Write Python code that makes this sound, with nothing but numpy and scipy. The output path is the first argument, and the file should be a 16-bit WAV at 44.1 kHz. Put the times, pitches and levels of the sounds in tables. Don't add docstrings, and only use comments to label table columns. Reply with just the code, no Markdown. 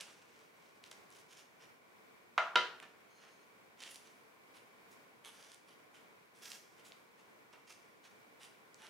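import sys
import numpy as np
from scipy import signal
from scipy.fft import rfft, irfft
from scipy.io import wavfile

SR = 44100
rng = np.random.default_rng(int(sys.argv[2]) if len(sys.argv) > 2 else 0)


def master(y):
    cut = np.clip(np.atleast_2d(y).T, -1, 1)
    pcm = np.round(cut * 32767)
    wavfile.write(sys.argv[1], SR, pcm.astype(np.int16))


N = 392049
TIME_S = np.arange(N) / SR
FREQ_HZ = np.maximum(np.arange(N + 1) * SR / (2 * N), 1)


def undb(db):
    return 10 ** (np.asarray(db) / 20)


def unit(x):
    return x / np.sqrt(np.sum(x ** 2))


def fade(t, t60_s):
    return np.exp(-np.log(1000) * t / t60_s)


def on_log(points, hz=FREQ_HZ):
    point_hz, value = np.transpose(points)
    return np.interp(np.log(hz), np.log(point_hz), value)


def shaped_noise(db):
    return irfft(rfft(rng.standard_normal(N), 2 * N) * undb(db))[:N]


def band(x, lo_hz, hi_hz):
    sos = signal.butter(3, [lo_hz, min(hi_hz, 0.45 * SR)], "bandpass", fs=SR, output="sos")
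    y = signal.sosfilt(sos, x)
    return y / np.abs(y).max()


def response(points, tilt_db_oct=0, size=1024):
    hz = np.maximum(np.arange(size + 1) * SR / (2 * size), 1)
    db = on_log(points, hz) + tilt_db_oct * np.log2(np.maximum(hz, 1000))
    cepstrum = irfft(np.log(undb(db)))
    cepstrum[1:size] *= 2
    cepstrum[size + 1:] = 0
    return unit(irfft(np.exp(rfft(cepstrum)))[:size])


def waver(rate_hz, depth_db):
    levels = rng.standard_normal(2048)
    return undb(depth_db * np.interp(TIME_S * rate_hz, np.arange(len(levels)), levels))


def add(track, start_s, sound):
    start = int(round(start_s * SR))
    part = sound[:max(N - start, 0)]
    track[start:start + len(part)] += part


def place(x, pan_db):
    return x * undb(np.array([[pan_db], [-pan_db]]) / 2)


def air(level_db=-62.5):
    # frequency in Hz, relative level in dB.
    spectrum = [(25, -19), (60, -18), (105, -6), (200, -0.5), (400, 0), (700, -2), (1300, -10),
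                (2200, -5.5), (2700, -12), (4000, -15.5), (7000, -20.5), (15500, -22.5)]
    # centre in Hz, width in Hz, lift in dB.
    resonances = [(449, 62, 4.2), (1069, 240, 8), (1436, 230, 5.9), (2330, 150, 5)]
    # frequency in Hz, side minus mid in dB.
    stereo_width = [(60, -8.5), (200, -1.5), (700, -0.5), (1300, 1), (2400, 3), (4400, -1), (8000, 0.5),
                    (15000, -16)]
    lift_db = sum(db / (1 + (2 * (FREQ_HZ - hz) / width_hz) ** 2) for hz, width_hz, db in resonances)
    mid_db = on_log(spectrum) + lift_db
    mid = shaped_noise(mid_db)
    side = shaped_noise(mid_db + on_log(stereo_width))
    rush = unit(np.array([mid + side, mid - side])) * np.sqrt(2 * N)
    return rush * undb(level_db) * waver(rate_hz=10, depth_db=1.02)


def room(x, first_s=0.0026, build_s=0.0076):
    # nominal band centre in Hz, t60 in seconds.
    decays = [(150, 1), (600, 0.59), (1400, 0.48), (3000, 0.39), (6000, 0.43), (14000, 0.4)]
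    edges_hz = [0, 300, 900, 2000, 4200, 9000, SR]
    t, tail = TIME_S[:SR], 0
    noise = rfft(rng.standard_normal((2, SR)))
    hz = np.arange(noise.shape[1])
    for lo_hz, hi_hz, (centre_hz, t60_s) in zip(edges_hz, edges_hz[1:], decays):
        mid, side = irfft(noise * ((hz >= lo_hz) & (hz < hi_hz)), SR) * fade(t, t60_s)
        side = side * undb(on_log([(1300, -9), (3200, -3)], centre_hz))
        tail = tail + np.array([mid + side, mid - side])
    onset = np.clip((t - first_s) / build_s, 0, 1)
    tail = unit(tail * onset) * np.sqrt(2)
    return signal.fftconvolve(x[None], tail, axes=1)[:, :N]


def blade(start_s=3.09, end_s=3.46, ramp_s=0.016, level_db=-77):
    # centre in Hz, width in Hz, relative level in dB.
    resonances = [(3100, 420, -1), (4240, 280, 4), (5100, 540, -5), (6400, 820, 0.5), (9470, 420, -3)]
    gain = sum(undb(db) / (1 + (2 * (FREQ_HZ - hz) / width_hz) ** 2) for hz, width_hz, db in resonances)
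    ring = unit(shaped_noise(20 * np.log10(gain))) * np.sqrt(N)
    contact = np.clip(np.minimum(TIME_S - start_s, end_s - TIME_S) / ramp_s, 0, 1)
    return undb(level_db) * ring * contact * waver(rate_hz=45, depth_db=2.5)


def chatter(t60_s, first_db, size=4096):
    envelope = fade(TIME_S[:size], t60_s)
    x = unit(rng.standard_normal(size) * envelope)
    x[0] += undb(first_db)
    for _ in range(8):
        spectrum = rfft(x)
        x = irfft(spectrum / np.abs(spectrum)) * np.minimum(5 * envelope, 1)
    return unit(x)


def knocks(swell_s=0.0014):
    # start in seconds, clack energy in dB, clack t60 in seconds, ring gain in dB.
    landings = [(2.3788, 0.5, 0.058, -30.5), (2.5565, 1.5, 0.025, -26)]
    # frequency in Hz, relative level in dB.
    end_clack = [(60, -43), (100, -42), (324, -25), (700, -8.5), (1150, 0), (1450, 2.5), (1770, -10.5),
                 (2150, -7), (2800, -10.5), (4000, -18.5), (4600, -27), (6000, -27), (8000, -39),
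                 (15000, -59)]
    flat_clack = [(60, -36.5), (200, -34), (420, -7.5), (800, -10.5), (1100, -10), (1450, 1), (1800, -6),
                  (2300, -6.5), (3050, -0.5), (3450, -7), (3900, -5), (4500, -13.5), (6000, -20.5),
                  (8000, -31.5), (15000, -48)]
    # frequency in Hz, t60 in seconds, end-hit level in dB, flat-hit level in dB.
    table_modes = [(179, 0.22, -47, -27), (247, .35, -35, -29.5), (368, .39, -33, -21),
                   (493, 0.25, -20, -11.5), (618, 0.36, -11, -19), (670, .36, -8.5, -28),
                   (762, .25, -9, -15), (982, 0.22, -5, 0), (1110, 0.5, -17.5, -21), (1186, 0.12, -7, -18),
                   (1270, 0.25, -5, -9), (1210, 0.36, -18.5, -22), (1395, 0.35, -1, -13),
                   (1380, 0.15, -23, 5.5), (1530, .25, -19, -13.5), (1620, 0.29, -24, -30),
                   (2015, 0.32, -20, -12), (2076, 0.21, -6, -6.5), (2940, .2, -22.5, -19),
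                   (2885, .14, -25, -10.5), (3070, 0.27, -25, -8), (3070, 0.18, -22, -17),
                   (3790, .17, -24, -6), (3950, 0.2, -21, -25), (5000, 0.2, -28, -19),
                   (5820, 0.28, -35, -25)]
    hz, t60_s, *strike_db = np.transpose(table_modes)[:, :, None]
    clacks, rings, t = np.zeros(N), np.zeros(N), TIME_S[:SR]
    for landing, spectrum, mode_db in zip(landings, (end_clack, flat_clack), strike_db):
        start_s, clack_db, clack_t60_s, ring_db = landing
        clack = signal.fftconvolve(chatter(clack_t60_s, first_db=-7), response(spectrum))
        add(clacks, start_s, undb(clack_db) * unit(clack))
        phase = 2 * np.pi * rng.random(hz.shape)
        modes = undb(mode_db) * fade(t, t60_s) * np.sin(2 * np.pi * hz * t + phase)
        add(rings, start_s, undb(ring_db) * modes.sum(0) * (1 - np.exp(-t / swell_s)))
    return clacks, rings


def ticks(rows, band_ratio=1.47, gain_db=1):
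    out = np.zeros(N)
    for start_s, peak_db, hz, treble_db in rows:
        crack = chatter(t60_s=0.0073, first_db=-2, size=1024)
        ring = band(crack, hz / band_ratio, hz * band_ratio)
        tick = ring + undb(treble_db) * band(crack, 6260, 10600)
        add(out, start_s, undb(peak_db + gain_db) * tick / np.abs(tick).max())
    return out


def snaps():
    # start in seconds, relative peak in dB, ring in Hz, treble over ring in dB.
    cracks = [(.0112, -36, 3300, 2.5), (.3917, -52, 4100, -2), (.8395, -41.5, 3020, -7),
              (.9138, -38.5, 3900, -1), (1.1042, -49, 4900, 6), (2.801, -40, 2300, -9),
              (2.828, -48, 2700, -10), (3.805, -46.5, 3920, -16), (3.836, -35.5, 3250, -9),
              (3.9452, -39.5, 5500, 0), (3.958, -38.5, 3600, -2), (5.248, -42.5, 2780, -3),
              (5.518, -44, 3780, -1.5), (5.5452, -41, 3200, 7), (6.5037, -37, 6140, -2),
              (6.921, -39.5, 3100, -33), (8.7442, -45, 5900, -28), (8.82, -48, 2970, -1)]
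    return ticks(cracks)


def pressure(t, length_s, attack_share=0.46, release_s=0.016, cling_db=-13, cling_s=0.17):
    attack = np.sin(np.pi / 2 * np.minimum(t / (attack_share * length_s), 1)) ** 2
    after_s = np.maximum(t - length_s, 0)
    cling = undb(cling_db)
    return attack * ((1 - cling) * np.exp(-after_s / release_s) + cling * np.exp(-after_s / cling_s))


def crumbs(strokes, rate_hz=18, over_db=10, spread_db=4.5, ring_hz=3530, treble_db=-8.5, tries=8):
    rows = []
    for start_s, length_s, level_db, *_ in strokes:
        chance, position = rng.random((2, tries))
        offset_s = position * length_s
        force_db = level_db + 20 * np.log10(pressure(offset_s, length_s))
        peak_db = force_db + over_db + spread_db * rng.standard_normal(tries)
        breaks = chance < rate_hz * length_s / tries
        rows += [(start_s + s, db, ring_hz, treble_db) for s, db in zip(offset_s[breaks], peak_db[breaks])]
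    return ticks(rows)


def rubbing(strokes, resonances, grains_per_s, spread_db, catches_per_s, catch_db, colour_db, gain_db):
    # frequency in Hz, relative level in dB.
    crust = [(40, -56), (150, -15.5), (500, -6.5), (1000, -5), (1500, -1.5), (1950, -1), (3100, 1.5),
             (4500, -5), (5700, 0.5), (6500, -4), (10300, -9), (11500, -15.5), (15500, -21)]
    out, t = np.zeros(N), TIME_S[:SR]
    hz, width_oct = np.geomspace(40, 16000, 96), 0.36
    peaks = sum(share * np.exp(-(np.log2(hz / centre) / width_oct) ** 2) for centre, share in resonances)
    for start_s, length_s, level_db, tilt_db_oct, lift_db in strokes:
        sizes = undb(spread_db * np.minimum(rng.exponential(size=SR), 4))
        grains = (rng.random(SR) < grains_per_s / SR) * sizes * rng.choice([-1, 1], SR)
        slip_index = np.cumsum(rng.random(SR) < catches_per_s / SR)
        grains *= undb(catch_db * rng.standard_normal(SR + 1))[slip_index]
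        drive = unit(grains) * np.sqrt(SR) * pressure(t, length_s)
        patch_db = on_log(crust, hz) + lift_db * peaks + colour_db * rng.standard_normal(len(hz))
        rasp = signal.fftconvolve(drive, response(np.column_stack([hz, patch_db]), tilt_db_oct))
        add(out, start_s, undb(level_db + gain_db) * rasp)
    return out


def handling(wall_hz=5000, wall_lift_db=0.5):
    # start in seconds, length in seconds, relative level in dB, tilt in dB per octave.
    moves = [(0, 0.0084, -46.5, -1.5), (0.041, 0.063, -64, -6), (0.271, 0.18, -71.5, -1),
             (0.497, 0.29, -75.5, 0), (0.824, 0.047, -64, -0.5), (0.908, 0.013, -60, -0.5),
             (1.081, 0.12, -66, 2.5), (1.263, .14, -62.5, 0), (1.587, 0.06, -66, -3),
             (2.816, 0.032, -54, -8), (3.149, 0.14, -65, -5.5)]
    strokes = [(*move, wall_lift_db) for move in moves]
    crinkle = rubbing(strokes, [(wall_hz, 1)], grains_per_s=2900, spread_db=4,
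                      catches_per_s=140, catch_db=2.5, colour_db=1.5, gain_db=-1)
    return crinkle + crumbs(strokes)


def spreading():
    # start and length in seconds, relative level in dB, tilt in dB per octave, bite in dB.
    strokes = [(3.765, 0.13, -52.5, -1.3, 1.5), (3.881, 0.036, -54.5, 4, 6), (3.935, .025, -58, 3, 2),
               (4.036, .05, -64, -3, 0.5), (4.535, 0.037, -59, -3.5, 11), (4.905, .022, -66, 5, 0),
               (5.234, 0.057, -54, -3.5, 13.5), (5.263, .275, -60.5, -2, 6), (5.656, 0.068, -65, -3, 5),
               (5.932, 0.036, -61, -3.5, 5), (6.33, 0.06, -67, 4, 0), (6.391, 0.16, -51.5, 1.5, 0),
               (6.772, 0.031, -64, -2.5, 3), (6.835, .045, -60.5, 1.5, 7), (7.172, 0.029, -66.5, -4, 6),
               (7.517, 0.04, -59.5, -5.5, -4), (7.659, .07, -57, 0, 0.5), (8.024, 0.051, -60.5, -2.5, 3),
               (8.382, 0.075, -56.5, -1, 2.5), (8.76, 0.12, -58, -4.5, 7)]
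    # resonance in Hz, share of the bite.
    edge = [(3600, 0.43), (10400, 1)]
    rasp = rubbing(strokes, edge, grains_per_s=7000, spread_db=3,
                   catches_per_s=220, catch_db=2.2, colour_db=2.5, gain_db=-3)
    return rasp + crumbs(strokes)


def scene():
    background = air()
    clacks, rings = knocks()
    toast = handling() + blade() + spreading() + snaps()
    reflections = room(undb(-5) * toast + undb(-1.5) * clacks + undb(-13) * rings)
    direct = place(toast, pan_db=-3) + place(clacks, pan_db=-2) + place(rings, pan_db=1.5)
    return background + reflections + direct


def record(dry, low_hz=55, top_hz=15750):
    thinned = signal.sosfilt(signal.butter(2, low_hz, "highpass", fs=SR, output="sos"), dry)
    return signal.sosfilt(signal.ellip(10, 0.2, 70, top_hz, fs=SR, output="sos"), thinned)


dry = scene()
out = record(dry)
master(out)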